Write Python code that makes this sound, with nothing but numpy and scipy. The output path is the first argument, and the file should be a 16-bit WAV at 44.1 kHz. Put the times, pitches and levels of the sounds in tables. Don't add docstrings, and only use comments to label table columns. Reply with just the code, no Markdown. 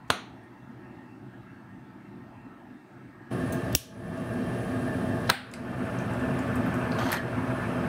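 import sys
import numpy as np
from scipy import signal
from scipy.io import wavfile
from scipy.ndimage import uniform_filter1d

SR = 44100
rng = np.random.default_rng(int(sys.argv[2]) if len(sys.argv) > 2 else 0)


def waveform_to_disk(signal):
    frames = np.transpose(np.atleast_2d(signal))
    scaled = np.clip(frames, -1, 1) * 32767
    samples = np.round(scaled).astype(np.int16)
    wavfile.write(sys.argv[1], SR, samples)


def magnitude_from_level(level_db):
    exponent = np.asarray(level_db, float) / 20
    return 10 ** exponent


N = 347799
CUT_S, LIT_S = 3.31, 5.3


def evened(x):
    return x / np.sqrt(np.mean(x ** 2) + 1e-20)


def read(points, hz):
    f, value = np.transpose(points)
    return np.interp(np.log(hz + 1), np.log(f + 1), value)


def curve(rows):
    return np.interp(np.arange(N) / SR, *np.transpose(rows))


def add(mix, s, sound):
    part = mix[round(s * SR):][:len(sound)]
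    part += sound[:len(part)]


def wander(x, samples):
    return evened(uniform_filter1d(uniform_filter1d(x, size=samples), size=samples))


def ring(x, hz, width):
    r = np.exp(-np.pi * width / SR)
    return 2 * (1 - r) * signal.lfilter([1], [1, -r * np.exp(2j * np.pi * hz / SR)], x).real


def noise(shape, modes=(), patchy_db=4.0, size=4096):
    hz = np.fft.rfftfreq(size, 1 / SR)
    a, b, patches = rng.standard_normal((N * 4 // size + 5, len(hz), 3)).T
    patches = uniform_filter1d(patches, size=size // 128, axis=0)
    patches = evened(uniform_filter1d(patches, size=2, axis=1))
    db = read(shape, hz)
    for f, width, lift in modes:
        db = db + lift / (1 + (2 * (hz - f) / width) ** 2)
    z = (a + 1j * b) * magnitude_from_level(db[:, None] + patchy_db * patches)
    return evened(signal.istft(z, nperseg=size, noverlap=size * 3 // 4)[1][:N])


def room(x, slower):
    # pitch in Hz, time to fade by 60 dB in seconds.
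    fade_times = [(250, 0.58), (660, 0.37), (1740, 0.45), (4590, 0.42), (8000, 0.29), (12100, 0.21),
                  (15000, 0.21)]
    taps = np.zeros(SR // 2)
    at = np.arange(100, SR // 2 - 20, 10)
    taps[at + rng.integers(0, 10, len(at))] = rng.choice([-1., 1.], len(at))
    hz, t, z = signal.stft(taps, SR, nperseg=128)
    t60 = slower * read(fade_times, hz)[:, None]
    tail = signal.istft(z * magnitude_from_level(-60 * t / t60), SR, nperseg=128)[1]
    return signal.fftconvolve(x, tail / np.linalg.norm(tail))[:N]


def colour(shape, tilt_db=0):
    hz = abs(np.fft.fftfreq(2048, 1 / SR))
    db = read(shape, hz) + tilt_db * np.log2(hz / 2000 + .05)
    log_gain = np.log(magnitude_from_level(np.maximum(db, -100)))
    return np.fft.ifft(np.exp(np.conj(signal.hilbert(log_gain)))).real[:1024]


def gain_control():
    # start in seconds, change in dB, fall time in seconds, hold time in seconds.
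    ducks = [
        (3.753, -20, 0.013, 0.1),
        (5.291, -17.5, 0.071, 0.096),
        (7.08, -5, .08, 0.018),
    ]
    recover_s, rest_db = .21, -.5
    t = np.arange(N) / SR
    gain_db = rest_db * (t > CUT_S)
    for s, db, fall, hold in ducks:
        falling = np.clip((t - s) / fall, 0, 1)
        creeping_back = np.exp(-np.maximum(t - s - fall - hold, 0) / recover_s)
        gain_db = gain_db + db * falling * creeping_back
    return gain_db


def workshop():
    # pitch in Hz, level in dB per Hz.
    side_wash = [(15, -70), (25, -61), (48, -14), (91, -11), (113, 1.5), (152, -3.5), (254, 0), (361, -4.5),
                 (402, -17), (854, -14), (1120, -18.5), (1770, -19.5), (2440, -29.5), (14500, -63.5),
                 (15700, -63)]
    top_wash = [(15, -51), (25, -29.5), (113, -1.5), (247, -3), (299, -9), (361, -11.5), (498, -17),
                (652, -11.5), (951, -26), (1680, -24), (2080, -30.5), (7380, -48.5), (9930, -47),
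                (15700, -54.5)]
    # pitch in Hz,
    # width in Hz, lift in dB (dips are negative).
    side_modes = [(128.5, 14, 3.5), (149, 9.5, -9), (197, 8.7, 5), (253, 22, 3), (360, 54, 2.5),
                  (520, 44, -8), (881, 32, 7.5), (1310, 34, 6), (1460, 6.4, -12), (1650, 33, 8.5),
                  (1800, 6.6, 11), (1840, 14, 13.5), (2692, 53, 10), (8150, 400, 7), (8730, 410, 8.5),
                  (9900, 490, 9), (10400, 200, -7)]
    top_modes = [(123.4, 15.3, 7.5), (147, 12.4, -15.5), (165.6, 6.1, 4.5), (253.6, 19.6, 9),
                 (294, 4.9, -7.5), (356.6, 16.8, 9), (458, 34, 7.5), (470, 10, -1), (656, 14, 8),
                 (588, 62, 2.5), (1103, 150, 8), (1622, 48, 11), (1748, 15, 16.5), (2720, 92, 8),
                 (3154, 18, 13), (5450, 72, 4), (8170, 180, 8.5), (8440, 34, 15.5), (10900, 220, -8),
                 (1220, 42, 7.5), (1806, 49, 9.5), (378, 5.4, 2), (862, 14.5, 11.5), (1886, 11, -12),
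                 (2400, 51, 4.5)]
    side_db, top_db = -46.5, -28.5
    lamp_hz, lamp_side_db, lamp_top_db = 14261, -94, -79
    t = np.arange(N) / SR
    top = np.clip((t - CUT_S) / 0.014 + .5, 0, 1)
    waver_db = 2.7 * wander(rng.standard_normal(N), 6000)
    whine = magnitude_from_level(waver_db) * np.sqrt(2) * np.sin(2 * np.pi * lamp_hz * t) * (t < LIT_S)
    side_fan = magnitude_from_level(side_db) * noise(side_wash, side_modes, patchy_db=2.6, size=8192)
    top_fan = magnitude_from_level(top_db) * noise(top_wash, top_modes, patchy_db=0.7, size=8192)
    side_view = side_fan + magnitude_from_level(lamp_side_db) * whine
    top_view = top_fan + magnitude_from_level(lamp_top_db) * whine
    return (1 - top) * side_view + top * top_view


def nozzle():
    # pitch in Hz, width in Hz, level in dB.
    whistles = [
        (9870, 100, -2),
        (9930, 140, 4),
    ]
    unlit_db, lit_db, waver_db = -61.5, -66, 1.6
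    follow = 0.64
    jet = rng.standard_normal(N)
    tone = sum(magnitude_from_level(db) * ring(ring(jet, hz, width), hz, width) for hz, width, db in whistles)
    level_db = np.where(np.arange(N) < LIT_S * SR, unlit_db, lit_db) + waver_db * wander(jet, 7000)
    return magnitude_from_level(level_db + follow * gain_control()) * evened(tone) * (np.arange(N) > CUT_S * SR)


def flame():
    # pitch in Hz, level in dB per Hz.
    rush = [(300, -14), (500, 3), (800, 1), (1260, 3.5), (1500, 4), (1750, -5), (1950, -6.5), (2600, -7),
            (4000, -30), (8000, -45)]
    # time in seconds, level in dB.
    growth = [
        (5.3, -31),
        (5.6, -41),
        (6.0, -40.5),
        (6.5, -38.5),
        (6.95, -37),
        (7.3, -38),
        (7.89, -38.5),
    ]
    flicker_db = evened(uniform_filter1d(rng.standard_normal(N), size=1500))
    burning = noise(rush, patchy_db=2.5, size=1024) * (np.arange(N) > LIT_S * SR)
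    return magnitude_from_level(curve(growth) + flicker_db) * burning


def slide():
    # time in seconds, level in dB.
    rub = [
        (6.97, -65),
        (6.986, -43.5),
        (7.108, -43),
        (7.128, -36.5),
        (7.146, -39.5),
        (7.22, -61),
    ]
    # pitch in Hz, level in dB per Hz.
    scrape = [(350, -34), (600, -6.5), (1580, -8.5), (2520, -21.5), (4010, -24), (10700, -40.5),
              (12800, -41), (15700, -46)]
    # pitch in Hz, width in Hz, lift in dB.
    body_modes = [(3200, 410, 9), (4400, 360, 6.5), (6300, 350, 9), (8600, 300, 8), (12800, 500, 8),
                  (14000, 400, 6)]
    slips_per_s, slip_fade_s = 1100, .001
    slips = magnitude_from_level(2.5 * np.minimum(rng.exponential(1, N), 3)) * (rng.random(N) < slips_per_s / SR)
    slips = evened(np.convolve(slips, np.exp(-np.arange(400) / SR / slip_fade_s))[:N])
    grain = .55 + .55 * slips
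    before, after = (rub[0][0] - .03, -90), (rub[-1][0] + .04, -90)
    level_db = curve([before] + [tuple(r) for r in rub] + [after]) + 7.5
    return magnitude_from_level(level_db) * grain * noise(scrape, body_modes, patchy_db=3.5, size=512)


def fingers():
    # time in seconds, peak in dB, pitch in Hz, width in Hz.
    taps = [(4.176, -50, 7000, 4000), (4.335, -54, 7000, 4000), (4.623, -51, 7040, 4000),
            (5.514, -48, 6000, 5000), (5.537, -37, 4550, 3000), (5.537, -38.5, 8500, 3000),
            (5.537, -33.5, 2000, 1500), (5.987, -42, 6300, 1500), (6.11, -52, 9000, 3000),
            (6.135, -42, 8500, 4000), (6.196, -48, 8000, 2000), (6.39, -40.5, 6460, 3000),
            (6.389, -48, 13000, 3000), (6.741, -40.5, 8000, 6000), (6.919, -33, 4250, 1500),
            (6.914, -42, 4000, 3000), (7.118, -22.5, 13300, 4000), (7.1185, -27, 5500, 7000),
            (7.1275, -19, 1730, 900), (7.128, -25.5, 9750, 7890), (7.128, -30, 3600, 2500)]
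    # time in seconds, peak in dB, pitch in Hz, width in Hz.
    brushes = [(.433, -66, 9000, 600), (3.523, -45, 6300, 600), (3.523, -35.5, 9100, 3900),
               (3.524, -36, 14500, 2520), (3.525, -43, 3480, 1200), (6.555, -40.5, 8700, 3000),
               (6.555, -44, 12700, 2500), (6.66, -48, 12500, 3000), (6.75, -53, 12800, 1500),
               (7.0, -53, 12800, 800), (7.16, -56, 11700, 495)]
    # time in seconds, peak in dB, pitch in Hz, width
    # in Hz.
    rasps = [
        (.078, -59, 5000, 8000),
        (.564, -60.5, 2720, 60),
        (3.722, -40, 3000, 3000),
        (5.275, -40, 4000, 3000),
        (7.158, -26.5, 1740, 302),
    ]
    out, t = np.zeros(N), np.arange(3000) / SR
    for rows, ms in ((taps, 3.7), (brushes, 11), (rasps, 19)):
        for s, db, hz, width in rows:
            grit = rng.standard_normal(len(t)) * np.exp(-(1000 * t / ms) ** 2)
            sound = ring(ring(grit, hz, width), hz, width)
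            add(out, s, magnitude_from_level(db) * sound / abs(sound).max())
    return out + magnitude_from_level(-3.5) * room(out, 0.69)


def puff():
    # level in dB, pitch in Hz, time to fade by 60 dB in seconds.
    db, hz, t60 = (-19.5, 72, 0.078)
    out, t = np.zeros(N), np.arange(6000) / SR
    swing = np.sin(2 * np.pi * hz * t) * (1 - np.exp(-t / 0.0043))
    add(out, 3.7475, -magnitude_from_level(db - 60 * t / t60) * swing)
    return out


def answer(rows, shape, db, slower):
    out, taps = np.zeros(N), colour(shape)
    loudest = max(rows, key=lambda row: row[1])
    add(out, loudest[0], taps / np.linalg.norm(taps))
    return magnitude_from_level(db) * room(out, slower)


def lighter(rows, body):
    out, t = np.zeros(N), np.arange(900) / SR
    for s, db, ms, tilt_db in rows:
        grit = rng.standard_normal(len(t))
        blow = (grit + (t == 0) / ms) * np.exp(-1000 * t / ms)
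        sound = np.convolve(blow, colour(body, tilt_db))
        add(out, s, magnitude_from_level(db) * sound / abs(sound).max())
    return out


def scene():
    # time in seconds, peak in dB, rattle in ms, brightness in dB per octave.
    snaps = [
        [(.0998, -27, 1.5, -3), (.1012, -36, 1.2, 10), (.1031, 3.5, 0.2, 0.5), (.1048, -12.5, 2.1, 1.5),
         (.1079, -13.5, .6, -1)],
        [(3.728, -34, 2.4, 4), (3.748, -24, .4, -5), (3.7507, 0, 0.38, 0.5), (3.7513, -8, 1.8, 1.5),
         (3.7535, -17, 5.1, 15)],
        [(5.2932, -15, 2.3, -7), (5.2955, -20, 2.4, -5), (5.2975, -8, 0.87, -6.5), (5.2997, -6, 0.17, 10),
         (5.3006, 2, 0.53, -3), (5.303, -9, 1.4, -3)],
    ]
    # pitch in Hz, level in dB per Hz.
    grips = [
        [(47, -42), (80, 0), (767, 2), (1500, 4.5), (2290, -9.5), (3510, -0.5), (4490, -7.5), (5370, -22),
         (6720, -13), (7350, -24), (8590, -11), (11000, -24), (13400, -31), (15400, -28), (16800, -44)],
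        [(180, -38), (300, 3), (1140, -14), (2120, -8.5), (2920, -3), (4910, -10), (5620, 1.5), (7240, -9),
         (8010, -7), (9810, -15), (11800, -2), (14900, -23), (15700, -3), (16800, -72)],
        [(240, -29.5), (400, -14), (1610, -0.5), (2200, -11), (3300, -10), (3920, -2), (6470, -17), (7220, -25),
         (8850, -14.5), (10700, -23), (15300, -28), (16000, -30), (16800, -71)],
    ]
    # pitch in Hz, level in dB per Hz.
    answers = [
        [(120, -37), (200, -5), (299, -6), (519, -11), (722, -3.5), (806, -7), (1400, -2.5), (1810, -12),
         (4120, -11), (5130, -30), (5940, -18), (7000, -20), (7560, -36), (8740, -20), (16000, -38)],
        [(590, -59), (1000, -32), (1100, -7), (1250, -23), (1310, -23), (1690, -7), (1870, -21), (2030, -15),
         (3010, -3.5), (4960, -9), (5630, -2), (7270, -8), (11700, -3.5), (16000, -10.5)],
        [(240, -48), (400, -15), (512, -25), (598, -14), (801, -3), (1030, -14), (1130, -14), (1530, 1),
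         (2250, -8.5), (4110, -10.5), (6540, -32.5), (8760, -15.5), (10700, -28), (16000, -22)],
    ]
    # level in dB, how many times slower it fades.
    echoes = [
        (-0.5, 0.96),
        (-6.5, 1.14),
        (-1, 1.07),
    ]
    hiss_db, edge_hz = -79.5, 15740
    mix = magnitude_from_level(gain_control()) * (workshop() + flame())
    mix = mix + nozzle() + slide() + fingers() + puff()
    mix = mix + magnitude_from_level(hiss_db) * rng.standard_normal(N)
    cracks = np.zeros(N)
    for rows, body, shape, echo in zip(snaps, grips, answers, echoes):
        mix = mix + answer(rows, shape, *echo)
        cracks = cracks + lighter(rows, body)
    edge = signal.firwin(401, edge_hz, window=("kaiser", 8), fs=SR)
    return (signal.oaconvolve(mix, edge, "same") + cracks)[None]


def roll_off(x):
    return signal.sosfilt(signal.butter(12, 16960, fs=SR, output="sos"), x)


def record(dry):
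    limit = magnitude_from_level(-3.5)
    return roll_off(limit * np.tanh(dry / limit))


dry = scene()
out = record(dry)
waveform_to_disk(out)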